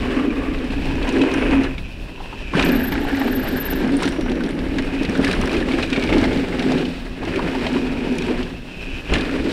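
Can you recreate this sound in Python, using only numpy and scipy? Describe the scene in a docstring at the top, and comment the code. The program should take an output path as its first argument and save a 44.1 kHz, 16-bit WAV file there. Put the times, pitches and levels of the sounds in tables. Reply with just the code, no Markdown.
"""On a stony trail, a mountain bike coasts downhill, heard from a camera on the rider's chest.
The tyres hum and crunch gravel, and go quieter over jumps. Bumps knock the frame and rattle the chain,
flung stones crack against the bike and thin metal rings on. The freehub (the rear wheel's ratchet)
buzzes, and before a bend a brake disc squeaks each time a cut-out passes the pads.
Wind buffets the microphone all the way."""
import sys
import numpy as np
from scipy import signal
from scipy.io import wavfile
from scipy.ndimage import uniform_filter1d

SR = 44100
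rng = np.random.default_rng(int(sys.argv[2]) if len(sys.argv) > 2 else 0)


def wrap_up_sound(samples):
    """Save the sound to the file named by the first command line argument, as 16-bit audio."""
    columns = np.atleast_2d(samples).T
    # keep every value between -1 and 1, then stretch to whole-number steps
    tamed = np.clip(columns, -1, 1)
    steps = np.round(tamed * 32767).astype(np.int16)
    wavfile.write(sys.argv[1], SR, steps)


N = 419832

# The trail under the tyres (time [s], tyre load [dB], loose gravel [dB])
TRAIL = [(0, -25.5, -29.5), (.18, -21.5, -28.5), (.45, -27, -33), (.64, -29, -32), (.75, -33.5, -34.5),
         (1.03, -25, -30), (1.22, -16.5, -25), (1.35, -17, -25.5), (1.51, -15, -22), (1.65, -22.5, -26.5),
         (2.54, -20.5, -19), (2.68, -16, -24), (2.82, -20, -26), (2.9, -32.5, -30.5), (3.0, -25.5, -31),
         (3.2, -27, -29), (3.35, -19.5, -30), (3.47, -26.5, -30), (3.56, -20, -28.5), (3.68, -28, -31),
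         (3.85, -19.5, -30), (3.98, -21.5, -31), (4.05, -23, -25), (4.11, -22.5, -32), (4.17, -30.5, -31.5),
         (4.32, -20.5, -32.5), (4.6, -23.5, -32.5), (4.85, -26.5, -32.5), (5.0, -28, -33.5),
         (5.27, -18.5, -24), (5.36, -20.5, -27), (5.45, -20, -27), (5.72, -22, -29.5), (5.8, -21, -28),
         (5.87, -26, -31.5), (6.0, -22, -27.5), (6.1, -18.5, -29.5), (6.2, -18, -24.5), (6.3, -17, -27.5),
         (6.4, -19.5, -29.5), (6.48, -22, -31.5), (6.58, -24, -29), (6.7, -21, -28.5), (7.22, -27, -31.5),
         (7.4, -18, -27.5), (7.7, -26.5, -29.5), (7.8, -26, -31.5), (7.97, -30, -35), (8.1, -23.5, -31.5),
         (8.4, -28.5, -31.5), (9.1, -20, -20), (9.3, -22.5, -31), (9.52, -17, -30)]
# Packed or stony ground (time [s], tyre air ring [Hz], ring over load [dB], grit over gravel [dB])
SURFACE = [(0, 266, -1, -9), (.2, 271, 6, -15), (.45, 276, 2, -15), (.8, 272, 6.5, -7),
           (1.2, 267, -1.5, -12), (1.35, 279.5, -6.5, -17), (1.55, 271.5, 0, -17.5), (2.7, 268.4, 0, -11),
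           (2.88, 254, 7.5, -9), (3.05, 279, 2, -8.5), (3.3, 265, 4, -7.5), (3.6, 264, -1, -7),
           (3.93, 274, 0.5, -8), (4.03, 266, 0, -5.5), (4.3, 262, 0.5, -17), (5.0, 268, 2.5, -8),
           (5.33, 270, -3, -8.5), (5.45, 259, -6, -12.5), (5.83, 270, 0, -6), (6.15, 267, -8.5, -10.5),
           (6.4, 268, 1, -7), (6.8, 253.6, 4.5, -7), (7.35, 262, -9.5, -11), (7.8, 255, 7.5, -6.5),
           (8.3, 252, 4.5, -8), (9.2, 275, -0.5, -12.5), (9.52, 268, -10, -4.5)]
# More tyre tones
# (time [s], tread whir [Hz], whir over gravel [dB], upper ring over load [dB], drumming over load [dB])
TYRE_TONES = [(0, 1080, -16, -4, -24), (.3, 1140, -7, -6, -24), (.6, 1170, -15, -5, -13),
              (.75, 915, -20, -11, -18), (.9, 920, -7.5, -10, -11), (1.2, 990, -13, -8.5, -21),
              (1.6, 990, -18, -12, -25), (2.4, 960, -4, 2, -7), (2.6, 940, -27, -13, -7.5),
              (2.9, 830, -10, -11, -12), (3.2, 820, -12, -11, -26), (3.7, 865, -14, -7, -8),
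              (4.1, 930, -15, -19, -5), (4.7, 825, -14, -9.5, -8.5), (5.2, 1020, -18, -12, -8),
              (5.7, 870, -25, -12.5, -13), (6.2, 880, -12, -13, -15), (6.7, 810, -14, -10, -2.5),
              (7.3, 950, -24, -15, -12.5), (7.9, 910, -12, -6, -7.5), (8.4, 950, -13, -4.5, -5),
              (9.2, 950, -32, -8, -11), (9.52, 920, -14, -22, -16)]
# Wheels off the ground (lift-off [s], landing [s], change in tyre noise [dB])
JUMPS = [(1.63, 2.578, -22), (6.79, 7.23, -8.5), (8.407, 9.148, -18)]
# The low roar of rolling (frequency [Hz], level [dB])
ROAR_SPECTRUM = [(90, -16), (160, -25.5), (220, -2.5), (330, 9), (420, -4), (600, -6.5), (1000, -61.5)]
# Crunching gravel (frequency [Hz], level [dB])
GRAVEL_SPECTRUM = [(400, -1), (700, -1.5), (950, -7), (1250, -6), (1700, -6), (2100, -5), (2900, -7.5),
                   (4000, -28.5), (6000, -36.5)]
# Fine, crackling grit (frequency [Hz], level [dB])
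GRIT_SPECTRUM = [(2200, -7), (3100, 8.5), (3900, 8.5), (4700, 4.5), (5700, 0), (6150, -7), (8400, -6),
                 (9500, -14.5), (11000, -7), (15500, -4)]
# Tyre and fork take a blow (time [s], level [dB], pitch [Hz], base time to fade by 60 dB [s])
THUMPS = [(.746, -42, 275, .047), (2.532, -8.5, 290, 0.066), (2.55, -6, 177, 0.044),
          (2.917, -10.5, 276, 0.068), (3.846, -8, 262, 0.11), (3.938, -5, 300, 0.031),
          (4.053, -9.5, 276, 0.069), (4.184, -8.5, 320, 0.09), (5.01, -8.5, 290, 0.063),
          (5.087, -6.5, 215, 0.054), (5.193, 1.5, 284, 0.035), (5.391, -6, 228, 0.042),
          (5.924, -10, 285, 0.024), (5.978, 1.5, 258, 0.017), (6.124, -3.5, 336, 0.046),
          (6.147, -11, 273, 0.086), (6.18, -5.5, 268, 0.069), (6.224, 0, 260, 0.025),
          (6.662, -4, 250, 0.032), (7.228, -10.5, 262, 0.041), (8.305, -12, 314, 0.057),
          (9.097, -20, 363, 0.042), (9.121, 1, 228, 0.018)]
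# Chain, cables and frame clack (time [s], level [dB], pitch [Hz])
CLACKS = [(0.304, -24, 2350), (.472, -28, 1160), (.704, -26, 2700), (0.854, -28, 2400), (1.053, -28, 920),
          (1.167, -20.5, 1680), (1.209, -16.5, 930), (1.215, -13.5, 2550), (1.342, -18, 1570),
          (1.57, -29, 2240), (1.641, -20, 2600), (1.669, -24.5, 1710), (1.78, -24, 2250), (2.201, -22, 780),
          (2.327, -24, 920), (2.535, -15.5, 1100), (2.551, -13, 1550), (2.594, -9.5, 2430),
          (2.627, -14.5, 2470), (2.919, -20, 800), (2.921, -17, 1910), (2.953, -16, 1560),
          (2.978, -16.5, 1630), (3.05, -19.5, 784), (3.083, -23, 1470), (3.148, -19, 1910),
          (3.215, -16, 834), (3.215, -16.5, 1860), (3.262, -30, 1730), (3.328, -28, 1720),
          (3.396, -25, 1640), (3.488, -31, 1690), (3.702, -24, 1840), (3.836, -31, 816), (3.881, -22, 1710),
          (3.989, -26, 1360), (4.021, -16, 990), (4.039, -18, 1420), (4.076, -15.5, 1590),
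          (4.123, -25, 1700), (4.281, -26, 1490), (4.356, -35, 1540), (4.406, -20, 1520),
          (4.491, -29, 1630), (4.665, -28, 1690), (4.788, -20.5, 720), (4.785, -18, 1670),
          (4.823, -23, 2140), (4.99, -27, 2480), (5.048, -20, 2000), (5.089, -21, 1760), (5.152, -17, 1500),
          (5.194, -19, 1440), (5.226, -21, 1370), (5.243, -15, 2080), (5.269, -13.5, 1710),
          (5.287, -16.5, 1245), (5.311, -13, 2460), (5.333, -16, 1640), (5.412, -28, 1250),
          (5.435, -18, 1010), (5.464, -31, 1650), (5.474, -17, 1690), (5.494, -19, 2500),
          (5.538, -19, 2590), (5.566, -17, 2530), (5.625, -20, 1750), (5.713, -19, 2260),
          (5.734, -20, 2310), (5.786, -17, 1670), (5.83, -13.5, 2460), (5.884, -31, 2540),
          (5.928, -9.5, 2374), (5.962, -14, 2330), (6.024, -16, 2240), (6.074, -19, 2400),
          (6.089, -16.5, 2220), (6.125, -10, 2140), (6.18, -21, 2150), (6.239, -16, 685),
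          (6.239, -16, 2120), (6.313, -25, 1560), (6.525, -23, 2100), (6.594, -17.5, 2170),
          (6.718, -15.5, 660), (6.853, -25, 2960), (7.229, -17.5, 780), (7.337, -20, 1810),
          (7.358, -19, 2280), (7.391, -14, 950), (7.55, -19, 890), (7.666, -15.5, 650), (7.666, -18, 2460),
          (7.761, -20, 1000), (8.184, -19.5, 2420), (8.221, -20.5, 2420), (8.428, -22.5, 2880),
          (9.096, -29, 2430), (9.121, -16, 915), (9.138, -9.5, 2790), (9.153, -14, 2520),
          (9.156, -15, 1750), (9.252, -29, 1780), (9.293, -18, 1630), (9.384, -32, 1620)]
# Stones hit frame and wheels (time [s], crack level [dB], crack pitch [Hz], knock level [dB])
STONE_HITS = [(.5386, -38, 5000, -40), (.6433, -35, 5400, -38), (.8149, -36, 5020, -41),
              (0.856, -31, 5800, -40), (.9551, -32, 5770, -40), (1.025, -36, 4550, -41),
              (1.078, -29, 5540, -36), (1.0899, -24, 6600, -24), (1.1248, -27, 5800, -42),
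              (1.1861, -33, 5600, -38), (1.2145, -32, 7500, -31), (1.3148, -32, 5400, -28),
              (1.3389, -20, 5720, -36), (1.4111, -36, 5340, -40), (1.6347, -28, 5470, -31),
              (1.7804, -48, 5300, -32), (2.5575, -30, 4600, -33), (2.5691, -29, 5220, -38),
              (2.596, -26, 5700, -24), (2.6249, -23, 5400, -18), (2.6494, -19, 7500, -38),
              (2.9204, -29, 5050, -24), (2.9397, -30, 5470, -32), (3.0928, -33, 5210, -36),
              (3.1702, -29, 5800, -30), (3.2154, -34, 5570, -33), (3.5098, -35, 4600, -36),
              (3.7329, -31, 6020, -30), (3.8754, -29, 5310, -35), (3.9209, -29, 4910, -32),
              (3.9686, -19, 8700, -44), (4.025, -21, 8270, -29), (4.031, -18, 5750, -18),
              (4.0547, -21, 5780, -23), (4.0766, -25, 5880, -21), (4.0886, -21, 8300, -38),
              (4.1215, -28, 5680, -33), (4.2098, -29, 5700, -30), (4.2557, -44, 5150, -39),
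              (4.2964, -37, 8500, -29), (4.3166, -31, 5840, -27.5), (4.3545, -43, 5410, -35),
              (4.4052, -39, 5000, -32), (4.4367, -29, 5500, -29), (4.4623, -36, 5580, -32),
              (4.49, -30, 7800, -34), (4.5077, -30, 5180, -39), (4.5511, -38, 5210, -46),
              (4.6846, -37, 5330, -42), (4.784, -35, 6000, -19), (4.8219, -31, 5140, -36),
              (4.8474, -34, 5380, -41), (4.9495, -35, 4600, -36), (5.032, -24, 5300, -28),
              (5.0494, -36, 5090, -24), (5.0955, -25.5, 5570, -40), (5.1514, -38, 5370, -30),
              (5.175, -26, 5450, -33), (5.216, -36, 9300, -43), (5.2264, -32, 4790, -33),
              (5.2465, -17, 5500, -27), (5.278, -21, 5040, -22), (5.3132, -19, 5000, -26),
              (5.3284, -20, 5450, -21), (5.3502, -25, 5280, -42), (5.4136, -20.5, 5600, -28),
              (5.457, -23, 5140, -32), (5.4734, -24, 5010, -27), (5.5148, -26, 4940, -26),
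              (5.5296, -26, 5940, -35), (5.7188, -32, 4660, -25), (5.7838, -37, 5160, -35),
              (5.826, -39, 5360, -20), (5.8774, -33, 4920, -36), (5.9025, -29, 5730, -27),
              (5.928, -40, 5110, -28), (5.961, -41, 5180, -34), (5.9953, -30, 5540, -27),
              (6.0241, -33, 4600, -30), (6.0377, -22, 5360, -22), (6.065, -29, 4860, -34),
              (6.1355, -39, 5740, -24), (6.1814, -25, 5220, -21), (6.2133, -27, 5820, -32),
              (6.2397, -29, 5350, -20), (6.254, -30, 5400, -30), (6.3284, -35, 4850, -25),
              (6.3726, -39, 5500, -26), (6.5934, -28, 5590, -22), (6.6243, -29, 5700, -24),
              (6.6846, -35, 4900, -31), (6.7186, -44, 5000, -21), (6.8518, -42, 5050, -30),
              (7.0533, -40, 4760, -38), (7.252, -29, 5500, -31), (7.3047, -36, 4640, -39),
              (7.3587, -27, 5560, -29), (7.391, -32, 4600, -32), (7.5496, -27, 4820, -29),
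              (7.594, -33, 4610, -36), (7.666, -43, 5000, -21), (8.1248, -33, 5240, -36),
              (8.1538, -32, 5420, -36), (8.1836, -19, 5980, -38), (8.2212, -27, 5640, -35),
              (8.268, -36, 8000, -38), (9.1172, -32, 5470, -35), (9.137, -20, 7040, -17),
              (9.183, -29, 5050, -24), (9.2089, -26, 4600, -22), (9.2518, -36, 4600, -28)]
# The crack of a stone (frequency [Hz], level [dB])
CRACK_SPECTRUM = [(3000, -31), (5200, 1), (5800, -10), (7000, -11), (9300, 5), (11000, -2), (15500, 7.5)]
# How loudly the freehub buzzes (time [s], level [dB])
HUB_LEVELS = [(0, -34), (.4, -41.5), (.85, -35.5), (1.5, -32), (1.7, -35.5), (1.76, -44), (1.85, -37.5),
              (1.95, -40), (2.07, -42), (2.2, -40.5), (2.28, -38), (2.4, -35.5), (2.46, -34), (2.54, -34),
              (2.6, -29), (2.69, -26), (2.75, -38), (2.85, -43), (3.6, -62), (4.4, -59), (5.05, -32),
              (5.2, -48), (5.32, -36), (5.4, -48), (5.6, -40), (5.8, -35), (5.87, -36), (5.95, -29),
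              (6.1, -37), (6.22, -37), (6.42, -34), (6.5, -53), (6.75, -33.5), (7.0, -43.5), (7.65, -35.5),
              (8.25, -36), (8.52, -40), (8.65, -45), (8.7, -37), (8.78, -39), (8.81, -32), (8.87, -35),
              (8.94, -31.5), (9.0, -34), (9.03, -43), (9.09, -30), (9.52, -41)]
# The tones of the hub's shell (base pitch [Hz], width [Hz], level [dB])
HUB_TONES = [(1780, 600, -10.5), (2500, 210, 6.5), (2910, 37, 1), (4700, 890, -25)]
# The second shell tone drifts, and the others move with it (time [s], pitch [Hz])
HUB_PITCH = [(0, 2520), (1.7, 2510), (2.0, 2520), (2.2, 2660), (2.4, 2560), (2.55, 2420), (2.75, 2440),
             (5.0, 2480), (5.95, 2450), (6.05, 2280), (6.2, 2180), (6.45, 2100), (6.6, 2450), (7.0, 2560),
             (8.3, 2470), (8.6, 2660), (8.8, 2530), (9.0, 2560), (9.1, 2530), (9.52, 2460)]
# Brake squeaks (time [s], level [dB])
SQUEAKS = [(2.646, -30), (2.674, -31), (2.715, -29), (2.751, -26), (2.793, -29), (2.834, -26), (2.872, -27),
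           (2.917, -32), (3.001, -45), (3.03, -39), (3.078, -46), (3.114, -48), (3.148, -41), (3.19, -35),
           (3.23, -38), (3.27, -37), (3.311, -31), (3.349, -25), (3.39, -34), (3.431, -29), (3.474, -29),
           (3.515, -34), (3.563, -27), (3.601, -22.5), (3.652, -23.5), (3.704, -21.5), (3.753, -34),
           (3.774, -44), (3.796, -45)]
# The high tones of the brake disc (base pitch [Hz], width [Hz], level [dB])
DISC_TONES = [(12420, 580, 3.5), (12060, 500, -6)]
# Thin metal rings on after a knock (time [s], pitch [Hz], level [dB], time to fade by 60 dB [s])
SPOKE_RINGS = [(1.34, 9220, -50, .9), (1.34, 5700, -52, .9), (3.955, 9250, -45, 0.84),
               (4.03, 5630, -46, 1.6), (4.09, 9600, -63, 1.5), (4.21, 5650, -53, 1.2),
               (4.32, 5660, -53, 1.1), (4.44, 9400, -56, 1.2), (5.22, 9250, -49, 1.5),
               (5.32, 9250, -57, 1.5), (5.53, 9250, -58, 1.2), (5.76, 9250, -58, .6)]
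# Gusts on the microphone (time [s], level [dB])
GUST_LEVELS = [(0, -27), (.64, -32), (.85, -21.5), (1.25, -28), (1.7, -22), (1.9, -28.5), (2.03, -32),
               (2.15, -38), (2.35, -32), (2.62, -27), (3.45, -28.5), (4.0, -29.5), (4.9, -29), (5.2, -28),
               (5.45, -23), (5.7, -26), (5.83, -25), (5.99, -34), (6.08, -20), (6.13, -20), (6.2, -21.5),
               (6.5, -28.5), (7.16, -33.5), (7.35, -27.5), (7.9, -31.5), (8.15, -30), (8.48, -30),
               (8.6, -34.5), (8.9, -32.5), (9.07, -36), (9.13, -15.5), (9.25, -29), (9.52, -29)]
# The rumble of those gusts (frequency [Hz], level [dB])
GUST_SPECTRUM = [(15, 3.5), (30, 2.5), (64, -4.5), (110, -10.5), (230, -13.5), (500, -60), (1200, -67)]
# Air rushing past the rider (frequency [Hz], level [dB])
RUSH_SPECTRUM = [(350, -33.5), (600, 5.5), (1400, -10.5), (3700, -6), (5600, -13.5), (6100, -20),
                 (10500, -22.5), (12000, -25.5), (15600, -29)]
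# The camera case dulls the bike's treble (frequency [Hz], gain [dB])
CASE_FILTER = [(15, 0.5), (10000, -3.5), (11200, -15), (15500, -23.5)]
# Sound that is unlike at the left and right microphone openings (frequency [Hz], gain [dB])
STEREO_FILTER = [(8000, -72), (10600, -49), (11600, -0.5), (15500, 3)]


def tyre_hum(bumps):
    """Bumps shake the air inside the tyres: it rings and roars, while fork and frame drum below."""
    load_db, jump_db = curves(TRAIL)[0], airborne()
    ring_hz, ring_db, _ = curves(SURFACE)
    _, _, upper_db, drum_db = curves(TYRE_TONES)
    ruts = wobble(24)
    shake = bursts(per_s=120, spread_db=3.5, fade_s=0.0067, hiss=4.2)
    ring = band(shake, ring_hz, 26.3, 165) * gain(ring_db + 0.1 * bumps + 0.29 * ruts)
    upper_ring = band(shake, 1.394 * ring_hz, 39, 170) * gain(upper_db)
    roar = unit_level(filtered(shake, ROAR_SPECTRUM)) * gain(-4.5 + 1.3 * bumps + 1.8 * ruts)
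    drum = band(shake, 177.6, 33.5, 33.5) * gain(drum_db)
    hum = (ring + upper_ring) * gain(load_db + jump_db)
    return hum + (roar + drum) * gain(load_db + 0.76 * jump_db)  # these two drop less in a jump


def gravel_crunch(bumps):
    """The tread whirs as its knobs crush gravel and grit, louder on each bump."""
    loose_db, grit_db, jump_db = curves(TRAIL)[1], curves(SURFACE)[2], airborne()
    whir_hz, whir_db, _, _ = curves(TYRE_TONES)
    crunch = bursts(per_s=240, spread_db=1.5, fade_s=0.028, hiss=1.26)
    crackle = bursts(per_s=270, spread_db=5, fade_s=0.0037, hiss=6)
    gravel = unit_level(filtered(crunch, GRAVEL_SPECTRUM))
    whir = band(crunch, whir_hz, 170, 360) * gain(whir_db)
    grit = unit_level(filtered(crackle, GRIT_SPECTRUM))
    patches = wobble(32)  # loose and packed ground take turns
    grit *= gain(loose_db + 0.68 * jump_db + grit_db + 1.7 * bumps + 0.67 * patches)
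    return (gravel + whir) * gain(loose_db + jump_db + 1.42 * bumps + 0.14 * patches) + grit


def knocks(rows, tones, noise_share, noise_width, rise_s):
    """A struck part rings and gives a puff of noise. Tones are (pitch multiple, level [dB])."""
    out, t = np.zeros(N + SR), np.arange(SR // 5) / SR
    mean_hz = np.mean(rows, 0)[2]
    for time, db, hz, fade_s in rows:
        ring = sum(gain(tone_db) * np.sin(2 * np.pi * hz * ratio * t) for ratio, tone_db in tones)
        puff = band(rng.standard_normal(len(t)), hz, noise_width * hz, 1.96 * noise_width * hz)
        stretch = (mean_hz / hz) ** 0.038  # lower parts start and die more slowly
        fade_db = -60 * t / (fade_s * stretch)
        rise = 1 - np.exp(-t / (rise_s * stretch ** 2))
        puff = shaped(puff, gain(fade_db / 2.18))  # the noise outlasts the ring
        knock = (1 - noise_share) * ring * gain(fade_db) + noise_share * puff
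        add_at(out, time, gain(db) * rise * knock)
    return out[:N]


def stones():
    """Each flung stone gives a sharp crack, with a duller knock from the tube it hits."""
    at = np.flatnonzero(rng.random(N) < 3 / SR)  # about 3 extra pebbles a second
    size_db = 3.5 * rng.standard_normal((N, 2))[at]
    loose_db = (curves(TRAIL)[1] + airborne())[at]
    pebble_hz = rng.uniform(5000, 9500, N)[at]
    pebbles = np.c_[at / SR, loose_db - 25 + size_db[:, 0], pebble_hz, loose_db - 3 + size_db[:, 1]]
    out, t = np.zeros(N + SR), np.arange(3000) / SR
    for time, crack_db, hz, knock_db in [*STONE_HITS, *pebbles]:
        crack_noise, knock_noise = rng.standard_normal((2, len(t)))
        snap = unit_level(filtered(crack_noise, CRACK_SPECTRUM)[:len(t)])
        crack = 0.55 * snap + 0.45 * band(crack_noise, hz, 540, 920)
        knock = unit_level(resonate(resonate(knock_noise, 3800, 1150), 1900, 920))
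        knock *= 1 - np.exp(-t / 0.00034)
        add_at(out, time, shaped(crack, gain(crack_db - 60 * t / 0.016)))
        add_at(out, time, shaped(knock, gain(knock_db - 60 * t / 0.048)))
    return out[:N]


def chain():
    """Quick, uneven taps ring a plastic part, as hard as the gravel shakes the bike."""
    brake_on_s, brake_off_s, slack_db = 2.65, 3.74, 7.2  # braking slackens the chain: more rattle
    ramp_s = [brake_on_s - 0.1, brake_on_s, brake_off_s, brake_off_s + 0.3]
    boost_db = np.interp(np.arange(N) / SR, ramp_s, [0, slack_db, slack_db, 0])
    taps = bursts(per_s=160, spread_db=1.5, fade_s=0.0096, hiss=0.96)
    rattle = unit_level(resonate(resonate(taps, 1697, 210), 1530, 420))
    return rattle * gain(curves(TRAIL)[1] + 0.94 * airborne() - 10 + boost_db)


def freehub():
    """Small catches (pawls) drop over the ratchet teeth slightly out of step and ring the hub shell."""
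    clicks_per_s, spread_db = 120, 2.3
    teeth_passed = np.cumsum(clicks_per_s * (1 + 0.09 * wobble(150))) / SR
    new_tooth = np.diff(np.floor(teeth_passed), prepend=0) > 0
    clicks = new_tooth * gain(spread_db * rng.standard_normal(N))
    tails = signal.lfilter([1], [1, -np.exp(-1 / (0.019 * SR))], clicks)  # each pawl rattles on
    drive = unit_level(clicks) + 1.3 * unit_level(tails * rng.standard_normal(N))
    drift = curves(HUB_PITCH)[0] / HUB_TONES[1][0] * (1 + 0.007 * wobble(27))
    ring = sum(gain(db) * resonate(resonate(drive, hz * drift, width), hz * drift, 5.1 * width)
               for hz, width, db in HUB_TONES)
    return unit_level(ring) * gain(curves(HUB_LEVELS)[0])


def brake():
    """The pads stick and slip on the disc, ringing its high tones in short swells, louder on the left."""
    squeak_s, firm_db, left_over_right_db = 0.041, -30, 6.5
    out, t = np.zeros((2, N)), np.arange(4000) / SR
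    swell = np.sin(np.pi * np.minimum(t / squeak_s, 1) ** 0.75) ** 2  # rises faster than it fades
    swell += 0.05 * np.exp(-t / 0.04) * (1 - np.exp(-t / 0.004))  # a faint tail
    for time, db in SQUEAKS:
        soft_db = max(firm_db - db, 0)
        shift_hz = -200 * (time - SQUEAKS[0][0]) - 23 * soft_db  # later and softer squeaks are lower
        left, other = rng.standard_normal((2, len(t)))
        for side, noise in enumerate([left, 0.42 * left + 2.9 * other]):
            high = 0
            for hz, width, tone_db in DISC_TONES:
                ring = noise
                for _ in range(3):  # each pass makes the tone purer
                    ring = resonate(ring, hz + shift_hz, width)
                high += gain(tone_db) * ring
            # a lower tone comes out when the pads barely grip
            low = gain(-25.5 + 1.47 * soft_db) * band(noise, 11340, 300, 300)
            level = gain(db + (0.5 - side) * left_over_right_db) / 2
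            add_at(out[side], time - 0.007, level * swell * (unit_level(high) + low))
    return out


def spokes():
    """Thin metal rings on: a narrow band of noise that swells at once and dies slowly."""
    out, t = np.zeros(N + SR), np.arange(SR) / SR
    for time, hz, db, fade_s in SPOKE_RINGS:
        ring = band(rng.standard_normal(SR), hz, 550, 550)
        add_at(out, time, ring * gain(db - 60 * t / fade_s) * (1 - np.exp(-t / 0.01)))
    return out[:N]


def wind():
    """Gusts rumble on the microphone while air rushes faintly past the rider."""
    gusts = unit_level(filtered(rng.standard_normal(N), GUST_SPECTRUM))
    gusts *= gain(curves(GUST_LEVELS)[0] + 0.84 * wobble(58) + 2 * wobble(14))
    rush = unit_level(filtered(rng.standard_normal(N), RUSH_SPECTRUM))
    return gusts + rush * gain(-47.5 - 2 * wobble(29))


def airborne():
    """The dip in tyre noise during jumps, in dB: weight comes off slowly and returns quickly."""
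    t, lift_s, land_s = np.arange(N) / SR, 0.21, 0.072
    return sum(db * np.clip(np.minimum((t - up) / lift_s, (down - t) / land_s), 0, 1)
               for up, down, db in JUMPS)


def gain(db):
    """Turns decibels into a number to multiply by."""
    return 10 ** (np.asarray(db) / 20)


def unit_level(x):
    """Scales a signal to an average (rms) level of 1."""
    return x / np.sqrt(np.mean(x ** 2) + 1e-20)


def curves(rows):
    """Turns each column after the time into a value for every sample."""
    times, *columns = np.transpose(rows)
    return [np.interp(np.arange(N) / SR, times, column) for column in columns]


def filtered(x, spectrum):
    """Gives a sound the listed spectrum, with no ringing ahead of a hit."""
    hz, db = np.transpose(spectrum)
    bin_hz = abs(np.fft.fftfreq(8192, 1 / SR))
    log_gain = np.log(gain(np.interp(np.log(bin_hz + 1), np.log(hz + 1), db, left=db[0] - 38)))
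    phase = -signal.hilbert(log_gain).imag
    taps = np.fft.ifft(np.exp(log_gain + 1j * phase)).real[:4096]
    return signal.oaconvolve(x, taps)[:N]


def resonate(x, hz, width_hz):
    """Rings at a steady or moving pitch: shifts that pitch down to zero, smooths, and shifts back."""
    turn = np.exp(2j * np.pi * np.cumsum(hz * np.ones(len(x))) / SR)
    decay = np.exp(-np.pi * width_hz / SR)
    return 2 * (turn * signal.lfilter([1 - decay], [1, -decay], x / turn)).real


def band(x, hz, first_width_hz, second_width_hz):
    """Keeps the sound near one pitch by ringing it twice, then sets its level to 1."""
    return unit_level(resonate(resonate(x, hz, first_width_hz), hz, second_width_hz))


def wobble(per_s):
    """A smooth random curve of level 1 that changes about per_s times a second."""
    size = int(SR / per_s)
    return unit_level(uniform_filter1d(uniform_filter1d(rng.standard_normal(N), size), size))


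def bursts(per_s, spread_db, fade_s, hiss):
    """A steady hiss that flares up in short bursts of uneven size."""
    sizes = gain(spread_db * np.minimum(rng.exponential(1, N), 5))
    starts = rng.random(N) < per_s / SR
    flares = signal.lfilter([1], [1, -np.exp(-np.log(1000) / (fade_s * SR))], sizes * starts)
    return (hiss + unit_level(flares)) * rng.standard_normal(N)


def shaped(noise, envelope):
    """Makes noise follow a loudness curve and carry that curve's energy."""
    return unit_level(noise * envelope) * np.sqrt(np.mean(envelope ** 2))


def add_at(out, time, sound):
    """Mixes in a sound at a time in seconds."""
    out[round(time * SR):][:len(sound)] += sound


def scene():
    """Bike and wind sound alike left and right, except for the brake and the highest treble."""
    thumps = knocks(THUMPS, [(1, 4.5), (1.5, -29)], noise_share=0.31, noise_width=0.8, rise_s=0.0016)
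    clack_fade_s, clack_tones = 0.032, [(0.62, -6.5), (1, 7), (1.55, -4), (2.3, -22)]
    clack_rows = [(*row, clack_fade_s) for row in CLACKS]
    clacks = knocks(clack_rows, clack_tones, noise_share=0.52, noise_width=0.47, rise_s=0.0006)
    bumps = wobble(60)  # the same bumps drive the hum and the crunch
    tyres = tyre_hum(bumps) + gravel_crunch(bumps)
    bike = tyres + thumps + clacks + chain() + freehub() + stones() + spokes()
    centre = filtered(bike, CASE_FILTER) + wind()
    scatter = rng.standard_normal(900) / np.sqrt(900)  # smears the sound over about 20 ms
    side = filtered(signal.oaconvolve(centre, scatter)[:N], STEREO_FILTER)
    return np.array([centre + side, centre - side]) + brake()


def record(dry):
    """The hardest blows overload softly, then treble above 15750 Hz is cut."""
    soft = 0.75 * np.tanh(dry / 0.76)
    low_pass = signal.firwin(511, 15750, window=("kaiser", 9), fs=SR)
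    return signal.oaconvolve(soft, low_pass[None], "same")


dry = scene()
out = record(dry)
wrap_up_sound(out)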